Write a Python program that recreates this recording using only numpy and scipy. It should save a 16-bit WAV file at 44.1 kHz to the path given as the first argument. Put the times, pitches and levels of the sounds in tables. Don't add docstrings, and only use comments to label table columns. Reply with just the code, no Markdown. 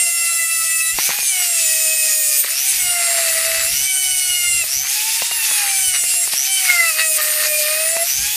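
import sys
import numpy as np
from scipy import signal
from scipy.io import wavfile

SR = 44100
rng = np.random.default_rng(int(sys.argv[2]) if len(sys.argv) > 2 else 0)


def wav_record(signal):
    frames = np.transpose(np.atleast_2d(signal))
    bounded = np.clip(frames, -1, 1)
    quanta = np.round(bounded * 32767).astype(np.int16)
    wavfile.write(sys.argv[1], SR, quanta)


def ratio(d):
    e = np.asarray(d, float) / 20
    return 10 ** e


N = 368662
PULSE_HZ = 136.55
CUTOFF_HZ = 15700


def rms_one(x):
    return x / np.sqrt(np.mean(x ** 2) + 1e-20)


def in_time(rows):
    seconds, *columns = np.transpose(rows)
    return [np.interp(np.arange(N) / SR, seconds, column) for column in columns]


def drift(rate):
    pole = np.exp(-80 * np.pi * rate / SR)
    noise = rng.standard_normal(N // 40 + 2002)
    slow = signal.lfilter([1], [1, -2 * pole, pole * pole], noise)[2000:]
    return np.interp(np.arange(N) / 40, np.arange(len(slow)), rms_one(slow))


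def band_noise(order, low_hz, high_hz):
    band = signal.butter(order, [low_hz, high_hz], "band", fs=SR, output="sos")
    return rms_one(signal.sosfilt(band, rng.standard_normal(N)))


def resonance(x, hz, width_hz):
    r = np.exp(-np.pi * width_hz / SR)
    poles = [1, -2 * r * np.cos(2 * np.pi * hz / SR), r * r]
    return signal.lfilter([(1 - r * r) / 2, 0, (r * r - 1) / 2], poles, x)


def current(sharp, lag):
    cycles = PULSE_HZ * np.arange(N) / SR - lag
    return rms_one(np.exp(sharp * np.cos(2 * np.pi * cycles)))


def orders(angle, shaft_hz, levels_db, flutter_db, rate):
    out = 0
    for order, db in levels_db.items():
        heard = np.clip((CUTOFF_HZ - order * shaft_hz) / 200, 0, 1)
        start = rng.uniform(0, 2 * np.pi)
        level = ratio(db + flutter_db * drift(rate))
        out = out + heard * level * np.sqrt(2) * np.sin(order * angle + start)
    return out


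def wheel(angle, shaft_hz, unbalance_db, slap_db, flex_db, whine_db, upper_db, chatter_db):
    slap_orders = {2: -12., 3: -0.5}
    flex_orders = {4: 1, 5: -17.5, 6: -10.5, 7: -12}
    whine_orders = {8: -6.5, 9: -11.5, 10: -7.5, 11: 0, 12: -3, 13: 0}
    upper_orders = {14: -3.5, 16: -1, 15: 2, 17: -29, 18: -28.5, 20: -15, 21: -8, 22: -8.5, 23: 0, 24: -2,
                    25: -13}
    low = ratio(unbalance_db) * orders(angle, shaft_hz, {1: 0}, flutter_db=2.5, rate=14.7)
    low = low + ratio(slap_db) * orders(angle, shaft_hz, slap_orders, flutter_db=3.5, rate=14.5)
    low = low + ratio(flex_db) * orders(angle, shaft_hz, flex_orders, flutter_db=3.5, rate=15.3)
    high = ratio(whine_db) * orders(angle, shaft_hz, whine_orders, flutter_db=2.5, rate=14.7)
    high = high + ratio(upper_db) * orders(angle, shaft_hz, upper_orders, flutter_db=2.0, rate=18.4)
    loose = np.clip((chatter_db + 43.5) / 4.9, 0, 1)
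    throb = current(sharp=0.88, lag=0.051) - 0.8
    return low * (1 + (0.13 + 0.5 * loose) * throb) + high * (1 + 0.17 * throb)


def motor_buzz(angle, buzz_db):
    pulses = current(sharp=3.3, lag=0)
    slots = np.sin(8 * angle) + 0.2 * rng.standard_normal(N)
    rung = rms_one(resonance(pulses * slots, hz=6080, width_hz=720))
    second = current(sharp=3.2, lag=0) * np.sin(16 * angle)
    return ratio(buzz_db - 5.0) * (rung + ratio(-4.0) * second)


def fan(angle, shaft_hz, hiss_db):
    # f/Hz, level/dB per Hz
    air_spectrum = [(180, -60), (300, -26), (698, -24), (866, -11.5), (972, -31), (1450, -17), (2500, -1),
                    (2950, -4), (4310, -4.5), (5530, 3), (6110, -1), (10900, -1), (15700, -20.5)]
    blade_orders = {16: -3, 17: -10.5, 19: -3.}
    table_hz, table_db = np.transpose(air_spectrum)
    edges = 280 * 2 ** np.arange(0, 5.9, 1 / 3)
    together = drift(7.0)
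    white = rng.standard_normal((2, N))
    out = 0
    for k, (low, high) in enumerate(zip(edges, edges[1:])):
        band_filter = signal.butter(2, [low, high], "band", fs=SR, output="sos")
        band = signal.sosfilt(band_filter, white[k % 2])
        db = np.interp(np.log(low * high) / 2, np.log(table_hz), table_db)
        out = out + ratio(db + 1.4 * together + 1.43 * drift(12.0)) * band
    air = rms_one(out) * (1 + 0.29 * np.cos(angle)) * (1 + 0.061 * current(sharp=0.86, lag=0))
    tones = orders(angle, shaft_hz, blade_orders, flutter_db=1.5, rate=11.3)
    tones = tones * (1 + 0.29 * current(sharp=2.4, lag=0.086))
    return ratio(hiss_db) * (ratio(4.5) * air + tones)


def through_part(x):
    # f/Hz, width/Hz, level/dB
    part_modes = [(420, 370, -19), (1258, 430, -2.5), (1964, 334, 6.5), (2760, 280, 4.5), (3820, 460, 1),
                  (4640, 400, 4)]
    out = 0
    for k, (hz, width_hz, db) in enumerate(part_modes):
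        out = out + (-1) ** k * ratio(db) * resonance(x, hz, width_hz)
    return out


def chatter(angle, chatter_db):
    taps_per_second = 2500 * current(sharp=1.1, lag=0.2) * (1 + 0.8 * np.cos(angle))
    struck = rng.random(N) < taps_per_second / SR
    taps = rng.standard_normal(N) * struck
    return ratio(chatter_db + 16.5) * rms_one(through_part(taps))


def knocks():
    # t/s, peak level/dB
    blows = [(0.987, -13.5), (1.092, -16), (1.104, -17.5), (1.134, -24), (1.188, -22), (1.228, -27.5),
             (2.445, -18.5), (2.783, -29.5), (4.64, -26), (4.85, -23), (5.22, -17), (5.313, -19),
             (5.512, -20), (6.038, -24), (6.139, -24), (6.275, -23.5), (6.335, -19), (7.967, -15.5)]
    seconds, peak_db = np.transpose(blows)
    hits = np.zeros(N)
    hits[np.round(seconds * SR).astype(int)] = ratio(peak_db)
    fade = np.exp(-1 / (0.0045 * SR))
    tail = signal.lfilter([1], [1, -fade], hits) * rng.standard_normal(N)
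    scatter = hits + 0.12 * tail
    thud = ratio(26.0) * resonance(scatter, 750, 950) + ratio(13.5) * resonance(scatter, 164, 140)
    return ratio(16.5) * through_part(scatter) + thud


def bench(unbalance_db):
    # t/s, level/dB
    hands = [(0.0, -52), (0.14, -65), (0.18, -56), (0.28, -69), (0.46, -64), (0.58, -45), (0.72, -75),
             (0.79, -54), (0.88, -69), (0.95, -43), (1.05, -62), (1.19, -57), (1.53, -72), (2.72, -64),
             (2.84, -37), (3.03, -74), (3.82, -41), (3.91, -70), (4.12, -49), (4.21, -59), (4.35, -49),
             (4.72, -52), (4.8, -48), (4.91, -74), (5.01, -58), (5.17, -79), (5.4, -55), (5.49, -69),
             (5.75, -55), (5.82, -60), (5.89, -42), (5.98, -62), (6.03, -50), (6.59, -73), (6.7, -57),
             (6.99, -70), (7.38, -61), (7.5, -63), (8.03, -64), (8.22, -37), (8.36, -60)]
    hands_db, = in_time(hands)
    rumble = ratio(hands_db + 4.1 * drift(6.6)) * band_noise(2, 30, 130)
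    beat = 2 * np.pi * PULSE_HZ * np.arange(N) / SR
    hum_db = -65.0 + 0.5 * (unbalance_db + 40)
    hum = ratio(hum_db) * (np.sin(beat) + ratio(-5.0) * np.sin(2 * beat))
    room = ratio(-66.5 + 2.5 * drift(7.2)) * band_noise(1, 100, 900)
    return rumble + hum + room


def scene():
    # t/s, shaft f/Hz, then level/dB of unbalance, wheel slap, part flex, bristle whine, upper whine
    wheel_curves = [(0.0, 688.2, -43, -31, -30, -26, -27), (0.67, 656.0, -54, -26, -29.5, -28, -25),
                    (0.91, 655.0, -57, -29, -28, -28, -26), (1.0, 717.8, -50, -42, -48, -36, -40),
                    (1.16, 831.5, -43, -32, -49, -39, -46), (1.28, 792.0, -57, -37, -49, -21, -37),
                    (1.35, 740.5, -44, -32, -37, -25, -34), (1.65, 640.5, -38, -38, -30, -26, -25.5),
                    (2.05, 633.5, -38.5, -36, -31, -26.5, -26), (2.35, 608.5, -42, -40, -37, -27.5, -25),
                    (2.4, 603.6, -46, -47, -52, -30, -20.5), (2.47, 560.9, -56, -45, -51, -53, -34),
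                    (2.51, 632.2, -42, -50, -34, -28, -26), (2.6, 723.2, -53, -44, -49, -53, -37),
                    (2.7, 783.3, -48, -31, -42, -20.5, -42), (2.77, 735.7, -52, -48, -52, -34, -52),
                    (2.82, 725.9, -45, -34, -36, -24.5, -29), (2.89, 709.4, -34, -28.5, -26, -27, -30.5),
                    (3.05, 685.4, -33.5, -29.5, -39, -26.5, -26),
                    (3.17, 679.0, -31.5, -37, -39, -27.5, -28), (3.3, 653.0, -29, -31, -30, -27.5, -28),
                    (3.33, 649.9, -33, -33, -45, -31.5, -26), (3.61, 656.5, -32.5, -32, -26.5, -30, -31),
                    (3.65, 653.8, -32, -37, -32, -28.5, -25), (3.75, 712.3, -51, -32, -38, -38, -33),
                    (3.86, 764.6, -47, -29.5, -31, -25.5, -35), (4.28, 728.6, -49, -32.5, -26, -26, -29),
                    (4.61, 683.8, -50, -27.5, -24.5, -26.5, -28.5), (4.65, 616.6, -51, -53, -41, -39, -30),
                    (4.77, 739.2, -52, -42, -47, -47, -40), (4.98, 851.7, -41.5, -31, -43, -45, -40),
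                    (5.05, 874.7, -40.5, -39, -42, -53, -46), (5.28, 934.0, -43, -39, -36, -42, -49),
                    (5.33, 934.8, -42, -30, -42, -26.5, -36), (5.45, 884.4, -43, -28, -38, -28.5, -51),
                    (5.56, 836.9, -40, -31, -42, -24.5, -38), (5.61, 820.4, -34, -25, -48, -26.5, -44),
                    (5.68, 795.7, -34.5, -34, -48, -26, -49),
                    (5.84, 758.8, -41.5, -31.5, -30.5, -23.5, -37),
                    (6.03, 699.7, -45, -34, -30, -25, -26.5), (6.19, 688.1, -43, -48, -31, -28, -24),
                    (6.24, 688.5, -46, -35, -48, -23, -26), (6.29, 630.5, -50, -58, -45, -37, -31),
                    (6.45, 763.9, -51, -39, -44, -41, -38), (6.52, 774.9, -40, -30, -26.5, -23, -35),
                    (6.61, 758.0, -41.5, -35, -24.5, -28, -48), (6.66, 737.0, -39, -35, -43, -26, -34),
                    (6.7, 720.0, -39, -17.5, -36, -36, -43), (6.77, 692.7, -32.5, -17.5, -37, -29, -34),
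                    (6.89, 655.8, -36, -21, -21.5, -28, -25), (6.94, 617.3, -44, -40, -41, -37, -33),
                    (7.01, 644.8, -35, -23, -24.5, -28, -27), (7.17, 622.3, -36.5, -49, -38, -28.5, -23),
                    (7.19, 614.8, -32, -22, -50, -38, -37), (7.22, 611.3, -34.5, -32, -41, -32, -25),
                    (7.45, 611.8, -35, -32, -39, -37, -27.5), (7.47, 612.0, -29, -40, -38, -33, -27),
                    (7.54, 607.2, -32, -33, -29, -37, -27), (7.59, 608.5, -25.5, -50, -30, -28, -28),
                    (7.64, 601.8, -29, -30.5, -28.5, -42, -28), (7.91, 652.5, -30, -32.5, -36, -27.5, -25),
                    (7.99, 667.6, -28, -36, -30, -34, -30), (8.03, 676.2, -20.5, -34, -41, -27, -24.5),
                    (8.08, 718.6, -55, -48, -44, -42, -53), (8.22, 810.4, -49, -31, -43, -47, -48),
                    (8.36, 868.3, -41, -38, -36, -39, -47)]
    # t/s, then level/dB of current buzz, fan and bristle hiss, chatter of the part
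    motor_curves = [(0.0, -34, -29.5, -60), (0.25, -43, -32, -64), (0.93, -33, -32.5, -66),
                    (1.0, -22, -26, -42), (1.05, -22.5, -26, -57), (1.12, -27, -25, -42),
                    (1.26, -31, -26, -62), (1.3, -29, -30.5, -58), (1.44, -32, -24, -47.5),
                    (1.53, -22, -29.5, -57), (1.77, -31, -27.5, -55), (1.86, -19, -28.5, -58),
                    (2.12, -21, -27.5, -59), (2.21, -25, -29, -62), (2.35, -13, -27.5, -61),
                    (2.42, -30, -32, -69), (2.44, -30, -34, -44), (2.58, -18, -26.5, -52),
                    (2.65, -27, -25, -62), (3.05, -38, -29.5, -42.5), (3.19, -40, -27.5, -42),
                    (3.63, -25, -27.5, -42), (3.77, -20, -26, -59), (3.82, -22, -25.5, -55),
                    (3.89, -27, -29, -64), (4.26, -25, -29.5, -63), (4.61, -26, -31.5, -62),
                    (4.65, -37, -30.5, -52), (4.72, -16, -28.5, -50), (4.8, -20, -28.5, -62),
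                    (4.87, -26, -28, -41.5), (4.89, -22, -26, -62), (5.08, -30, -23.5, -57.5),
                    (5.68, -38, -27, -40), (5.75, -36, -28, -51), (5.91, -28, -29.5, -60),
                    (5.96, -20, -33, -35), (6.01, -32, -28, -63), (6.31, -32, -30.5, -51),
                    (6.33, -27, -24.5, -52), (6.38, -14, -31.5, -52), (6.43, -20.5, -30, -53),
                    (6.47, -24, -25.5, -57), (6.52, -30, -29.5, -66), (6.66, -32, -26.5, -40),
                    (6.77, -36, -27.5, -44), (6.96, -38, -29, -49), (6.99, -28, -28.5, -33),
                    (7.1, -30, -33, -62), (7.19, -33, -28.5, -40.5), (7.36, -36, -28, -45),
                    (7.45, -31, -26.5, -38.5), (7.52, -22, -27, -53), (7.61, -17, -28.5, -49),
                    (7.73, -21, -25.5, -42.5), (7.8, -29, -29, -44), (8.03, -25, -31, -50),
                    (8.1, -20, -25, -51), (8.2, -22, -26.5, -62), (8.36, -27, -23, -57)]
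    shaft_hz, *wheel_db = in_time(wheel_curves)
    buzz_db, hiss_db, chatter_db = in_time(motor_curves)
    angle = 2 * np.pi * np.cumsum(shaft_hz * (1 + 0.0015 * drift(25.0))) / SR
    angle = angle + 0.0091 * np.sin(2 * np.pi * PULSE_HZ * np.arange(N) / SR + 0.77)
    tool = wheel(angle, shaft_hz, *wheel_db, chatter_db)
    tool = tool + motor_buzz(angle, buzz_db) + fan(angle, shaft_hz, hiss_db)
    mix = tool + chatter(angle, chatter_db) + knocks() + bench(wheel_db[0])
    return np.array([mix, mix])


def band_limit(x):
    return signal.sosfilt(signal.butter(12, 17070, fs=SR, output="sos"), x)


def record(dry):
    low_pass = signal.cheby2(12, 70, CUTOFF_HZ + 300, fs=SR, output="sos")
    mix = signal.sosfilt(low_pass, dry)
    return band_limit(mix)


dry = scene()
out = record(dry)
wav_record(out)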